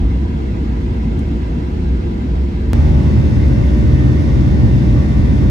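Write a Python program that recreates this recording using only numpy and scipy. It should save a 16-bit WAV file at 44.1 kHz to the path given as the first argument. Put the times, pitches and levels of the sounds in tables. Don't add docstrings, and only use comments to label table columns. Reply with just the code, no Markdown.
import sys
import numpy as np
from scipy import signal
from scipy.fft import rfft, irfft, next_fast_len
from scipy.io import wavfile
from scipy.ndimage import uniform_filter1d

SR = 44100
rng = np.random.default_rng(int(sys.argv[2]) if len(sys.argv) > 2 else 0)


def wav_record(signal):
    frames = np.transpose(np.atleast_2d(signal))
    bounded = np.clip(frames, -1, 1)
    quanta = np.round(bounded * 32767).astype(np.int16)
    wavfile.write(sys.argv[1], SR, quanta)


N = 242550
SPLICE_S = 2.73313


def gain_of(db):
    return 10 ** (np.asarray(db) / 20)


def evened(x):
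    return x / np.sqrt(np.mean(x ** 2) + 1e-20)


def wander(n, hz):
    z = rfft(rng.standard_normal(n))
    rolloff = 1 + (np.fft.rfftfreq(n, 1 / SR) / hz) ** 4
    return evened(irfft(z / rolloff, n))


def read(table, hz):
    f, *columns = np.transpose(table)
    return [np.interp(np.log(hz + 1), np.log(f), column) for column in columns]


def air(n, colour, rings, ports, port_gap_s=1 / 3750, straight=0.99, straight_hz=8300):
    hz = np.fft.rfftfreq(n, 1 / SR)
    db = read(colour, hz)[0]
    for f, width_hz, lift_db in rings:
        db = db + lift_db / (1 + (2 * (hz - f) / width_hz) ** 2)

    port_rows = [(f, pan_db, like * np.cos(lead), -like * np.sin(lead)) for f, pan_db, like, lead in ports]
    pan_db, real, imag = read(port_rows, hz)
    direct = 1 / (1 + (straight_hz / (hz + 1)) ** 12)
    link = (1 - direct) * (real + 1j * imag)
    link = link + direct * straight * np.exp(2j * np.pi * hz * port_gap_s)
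    link /= np.maximum(abs(link), 1)
    pan_db = (1 - direct) * pan_db

    a, b, c, d = rng.standard_normal((len(hz), 4)).T
    left = a + 1j * b
    unlike = np.sqrt(np.maximum(1 - abs(link) ** 2, 0)) * (c + 1j * d)
    right = link * left + unlike
    return hz, gain_of(db) * np.array([left * gain_of(pan_db / 2), right * gain_of(-pan_db / 2)])


def patchy(x, patch_db, bins=4, frames=8):
    z = signal.stft(x, nperseg=1024, noverlap=768)[2]
    patches = uniform_filter1d(rng.standard_normal(z.shape[:0:-1]), frames, axis=0)
    patches = evened(uniform_filter1d(patches, bins, axis=1))
    z = z * gain_of(patch_db * patches.T)
    return signal.istft(z, nperseg=1024, noverlap=768)[1][:, :x.shape[1]]


def cabin(t0_s, n, curve, hiss_curve, field, steady=0.65, gust_db=0.25, surge_db=0.06, surge_hz=7.7):
    boom_top_hz, roar_top_hz = 90, 520
    size = next_fast_len(n)
    hz, z = air(size, *field)
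    low = 1 / (1 + (hz / boom_top_hz) ** 12)
    high = 1 / (1 + (roar_top_hz / (hz + 1)) ** 12)
    boom, roar, hiss = (irfft(z * band, size)[:, :n] for band in (low, 1 - low - high, high))

    swing = abs(signal.hilbert(evened(boom.mean(0)), size)[:n])
    boom = boom / (uniform_filter1d(swing, 600) + 0.082) ** steady
    boom = boom * gain_of(surge_db * wander(n, surge_hz))
    hiss = patchy(hiss, patch_db=1.52) * gain_of(gust_db * wander(n, 34.0))
    roar = patchy(roar, patch_db=0.3)

    t = t0_s + np.arange(n) / SR
    s, boom_db, roar_db = np.transpose(curve)
    boom_level_db, roar_level_db = np.interp(t, s, boom_db), np.interp(t, s, roar_db)
    hiss_level_db = np.interp(t, *np.transpose(hiss_curve))
    layers = [(boom, boom_level_db), (roar, roar_level_db), (hiss, hiss_level_db)]
    return sum(x / np.std(x.mean(0)) * gain_of(db) for x, db in layers)


def tones(turns, rows, waver_db, waver_hz, swells=()):
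    swell_s = (.2, .7, 1.3, 1.9, 2.6)
    n = len(turns)
    out, coarse = np.zeros((2, n)), np.arange(0, n + 400, 200)
    swell = {multiple: change_db for multiple, *change_db in swells}
    for multiple, left_db, right_db, lead_rad in rows:
        angle = 2 * np.pi * (multiple * turns + rng.random())
        waver = evened(gain_of(waver_db * wander(len(coarse), 200 * waver_hz)))
        change_db = swell.get(multiple, np.zeros(len(swell_s)))
        waver = waver * gain_of(np.interp(coarse / SR, swell_s, change_db))
        waver = np.sqrt(2) * np.interp(np.arange(n), coarse, waver)
        out[0] += gain_of(left_db) * waver * np.sin(angle + lead_rad)
        out[1] += gain_of(right_db) * waver * np.sin(angle)
    return out


def hums(n, rows, drift):
    seconds = np.cumsum(1 + drift * wander(n, 1.6)) / SR
    return tones(seconds, rows, waver_db=2.5, waver_hz=2.25)


def rolling(n):
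    # time in seconds, boom level in dB, hull roar level in dB.
    levels = [(0.0, -11, -23), (0.3, -18.5, -22), (0.55, -19.5, -21), (0.8, -17.5, -23), (1.1, -17, -21),
              (1.4, -18, -23), (1.6, -20, -22), (1.95, -15, -22), (2.15, -21, -21.5), (2.35, -14.5, -22),
              (2.58, -18.5, -22.5), (2.72, -12.5, -21.5)]
    # time in seconds, level in dB.
    hiss_levels = [(0, -42), (1.4, -41.5), (2.73, -42)]
    # frequency in Hz, relative density in dB.
    rumble, hiss = [(22, -64), (32, -66.5), (45, -53.5), (62, -47), (80, -49.5), (95, -50.5), (120, -50),
                    (150, -47.5), (180, -48.5), (240, -46.5), (280, -53.5), (345, -52), (410, -64),
                    (500, -62)], [(550, -69.5), (620, -63.5), (800, -69.5), (1000, -69.5),
                                         (1080, -74.5), (1450, -72.5), (1700, -77), (2050, -76),
                                         (2400, -78.5), (3500, -82), (5000, -87.5), (7000, -95.5),
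                                         (9000, -101.8), (15500, -116)]
    # centre in Hz, width in Hz, lift (or dip) in dB.
    rings = [(445, 24, 6), (64, 12, 3), (88, 10, -6), (101, 10, 3), (286, 16, 4), (315, 24, -4),
             (375, 16, 2), (575, 20, 3), (790, 40, 2), (760, 14, 7), (820, 30, 6), (985, 50, 7),
             (1070, 70, -3), (1184, 20, 4), (2040, 60, 2), (1604, 30, 6), (1720, 25, 3), (2120, 90, 3),
             (2190, 40, 3), (2270, 50, -3), (2307, 16, 4), (2370, 100, -2), (2530, 25, 5), (2704, 30, 5),
             (3330, 120, 2), (3990, 60, 4), (5292, 30, 5), (5604, 12, 6), (6481, 14, 7), (11000, 2500, 4)]
    # frequency in Hz, left-right in dB, likeness 0-1, left lead in rad.
    ports = [(62, -0.3, 1.0, -0.2), (240, 0.4, 0.96, -0.2), (345, -0.9, 0.83, 0.1), (480, 0, 0.2, 0.8),
             (620, 1.2, 0.62, 2.6), (1080, 0.3, 0.5, 2.6), (1450, -1.9, 0.6, -2.7), (2050, -2.6, 0.3, 0.3),
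             (3500, 0.2, 0.25, 2.2), (7000, 1.0, 0.3, 0.2)]
    # frequency in Hz, left rms in dB, right rms in dB, left lead in rad.
    hum_rows = [(340.8, -42, -38, .5), (502.3, -59, -47, -2.8), (1152.8, -67, -63, -3.1),
                (2704, -64, -64, 0)]
    noise = cabin(0, n, levels, hiss_levels, (rumble + hiss, rings, ports))
    return noise + hums(n, hum_rows, drift=0.00314)


def trim(t60_s=0.027, rise_s=0.0011, low_hz=3000, high_hz=10000):
    # start in seconds, level ahead of the filter in dB, left-right in dB.
    ticks = [(1.191, -37, -1)]
    out, t = np.zeros((2, N)), np.arange(1500) / SR
    bright = signal.butter(2, [low_hz, high_hz], "band", fs=SR)
    envelope = np.minimum(t / rise_s, 1) * gain_of(-60 * t / t60_s)
    for s, db, pan_db in ticks:
        burst = signal.lfilter(*bright, rng.standard_normal((2, len(t))) * envelope)
        at = round(s * SR)
        out[:, at:at + len(t)] += burst * gain_of([[db + pan_db / 2], [db - pan_db / 2]])
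    return out


def fan_buzz(n, weak_db=-65, fall_db=-.1, spread_db=3.0, buzz_db=.5):
    # multiple, left rms in dB, right rms in dB, left lead in rad;
    # all but the first two gain buzz_db on top.
    strong = [(1, -14.5, -15.5, -0.2), (2, -26, -22, -0.7), (3, -30, -30, -0.3), (4, -30, -28, 0.6),
              (5, -39, -38, -0.3), (7, -43, -46, 0.5), (8, -43, -41, -0.9), (9, -40, -40, -2.7),
              (10, -61, -46, 2.8), (11, -50, -45, 1.8), (12, -45.5, -59, 1.2), (13, -44.5, -49, 1.7),
              (15, -56, -58, 1.0), (19, -60, -62, 1.0), (20, -63, -53, 2.2), (24, -48.5, -40.5, 3.0),
              (33, -58, -55, -2.9), (34, -63, -55, -1.9), (35, -52, -54, -3.0), (36, -53, -56, -2.3),
              (39, -60, -66, -0.2), (47, -59, -69, -1.1), (48, -60, -80, 0.3), (49, -59, -65, 0.1),
              (58, -65, -68, -0.2), (62, -67, -64, -0.3), (65, -60, -71, 2.1), (67, -64, -76, 0),
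              (68, -58, -74, -1.3), (72, -64, -78, 0), (73, -64, -78, 0), (75, -62, -73, 0.4),
              (79, -61, -66, -2.0), (81, -68, -80, 0), (82, -66, -72, 0.2), (83, -68, -80, 0),
              (84, -69, -80, 0), (88, -66, -78, 0)]
    # multiple, then level change in dB at each swell time of tones().
    swell_rows = [(1, 0.5, -0.5, -2, -2.5, -10), (2, 3, 0, -3, -4, -6), (4, -4, -2, 3, 1, -2),
                  (9, 0, -2, 1, -2, 2), (10, 2, -1, -2, 0, 1), (11, 4, -2, -8, 1, -7),
                  (12, 1.5, -1.5, -4, -1, -1), (13, -2, -2, 1.5, -1, 0), (24, -5, -2, 0, 0.5, -1),
                  (34, 2, 1, 0, -2, -3), (36, 2, 2, 1, -4, -4)]
    shaft_turns_per_s, slowing_per_s2 = 75.47, .115
    t = np.arange(n) / SR
    turns = np.cumsum(shaft_turns_per_s - slowing_per_s2 * t) / SR

    others = np.setdiff1d(np.arange(1, 90), [row[0] for row in strong])
    chance = rng.standard_normal((len(others), 3))
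    level_db = weak_db + fall_db * others[:, None] + spread_db * chance[:, :2]
    weak = np.column_stack([others, level_db, np.pi * chance[:, 2]])

    shake = tones(turns, strong[:2], waver_db=1.0, waver_hz=2.3, swells=swell_rows)
    buzz = tones(turns, strong[2:] + list(weak), waver_db=1.6, waver_hz=3.0, swells=swell_rows)
    return shake + gain_of(buzz_db) * buzz


def climbing(n):
    levels, hiss_levels = [(2.75, -11, -16.5), (2.95, -14, -15), (3.2, -20, -13), (3.55, -14, -15),
                           (3.8, -12.5, -15), (4.1, -19.5, -13.5), (4.5, -13.5, -15.5), (4.65, -18.5, -13),
                           (4.85, -13, -14), (5.08, -17.5, -16.5), (5.2, -11.5, -13.5),
                           (5.37, -16.5, -13.5), (5.48, -12.5, -13)], [(2.73, -37.5), (3.3, -38.5), (4.3, -38), (5.5, -38.5)]
    rumble, hiss = [(22, -38.5), (32, -46), (45, -34), (54, -25.5), (62, -20), (80, -31.5), (95, -35.5),
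                    (120, -30), (150, -38), (180, -37), (240, -41.5), (280, -43), (345, -47.5),
                    (410, -53.5), (500, -60.5)], [(550, -59), (620, -67), (800, -67.5), (1000, -76), (1080, -74),
                                          (1450, -75), (1700, -77.5), (2050, -73), (2400, -79), (3500, -84),
                                          (5000, -88), (7000, -94.5), (9000, -99), (15500, -113)]
    rings, ports = [(84, 6, -3), (93, 12, 4), (120, 16, 2.5), (133, 10, 3), (143, 8, -3), (178, 20, -5),
                    (192, 14, 1.5), (260, 16, 2), (1845, 40, -4), (1885, 30, 3), (205, 50, 2.5),
                    (250, 14, -3), (350, 30, 3), (365, 14, -3), (472, 14, 4), (1320, 90, -2), (1590, 60, 2),
                    (1680, 70, -2), (2530, 40, -4), (1150, 120, 4), (1600, 80, 3), (1900, 100, 2),
                    (2140, 40, 4), (2215, 70, -4), (2336, 14, 6), (3080, 160, -3), (3320, 200, 3),
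                    (3600, 300, 2), (4360, 60, 2), (11000, 2500, 4.5)], [(62, -0.1, 1.0, -0.2), (110, 0.5, 0.93, -0.8),
                                         (345, -1.0, 0.81, 0), (500, -2, 0.23, 1.4), (620, 2.2, 0.53, -3.0),
                                         (1000, 0, 0.1, 0.5), (1450, -2.3, 0.49, 3.0),
                                         (2050, 1.6, 0.4, -0.1), (2400, 0.8, 0.1, -3.0),
                                         (4200, 4.6, 0.2, 0), (7000, 2.3, 0.26, 0.2)]
    hum_rows = [(236.9, -26, -38, 0), (498.5, -54, -43, 2.4), (547.2, -36, -42, 3.1),
                (1482.3, -54, -51, 2.3)]
    noise = cabin(SPLICE_S, n, levels, hiss_levels, (rumble + hiss, rings, ports), steady=0.57)
    return noise + fan_buzz(n) + hums(n, hum_rows, drift=0.00201)


def mic_bass_cut(x, low_hz=39.4):
    return signal.sosfilt(signal.butter(4, low_hz, "high", fs=SR, output="sos"), x)


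def splice(first, second, fade_s=.002):
    jump = (-.5, -.44)
    step = np.array(jump) - (second[:, 0] - first[:, -1])
    t = np.arange(second.shape[1]) / SR
    return np.hstack([first, second + step[:, None] * np.exp(-(t / fade_s) ** 2)])


def scene():
    cut = round(SPLICE_S * SR)
    roll = mic_bass_cut(rolling(cut))
    climb = mic_bass_cut(climbing(N - cut))
    return splice(roll, climb) + trim()


def record(dry, knee=.55, ceiling=.935, edge_hz=15760):
    room = ceiling - knee
    over = np.maximum(abs(dry) - knee, 0)
    bent = np.sign(dry) * (np.minimum(abs(dry), knee) + room * np.tanh(over / room))
    lowpass = signal.firwin(511, edge_hz, window=("kaiser", 9), fs=SR)
    return signal.oaconvolve(bent, lowpass[None], "same")


dry = scene()
out = record(dry)
wav_record(out)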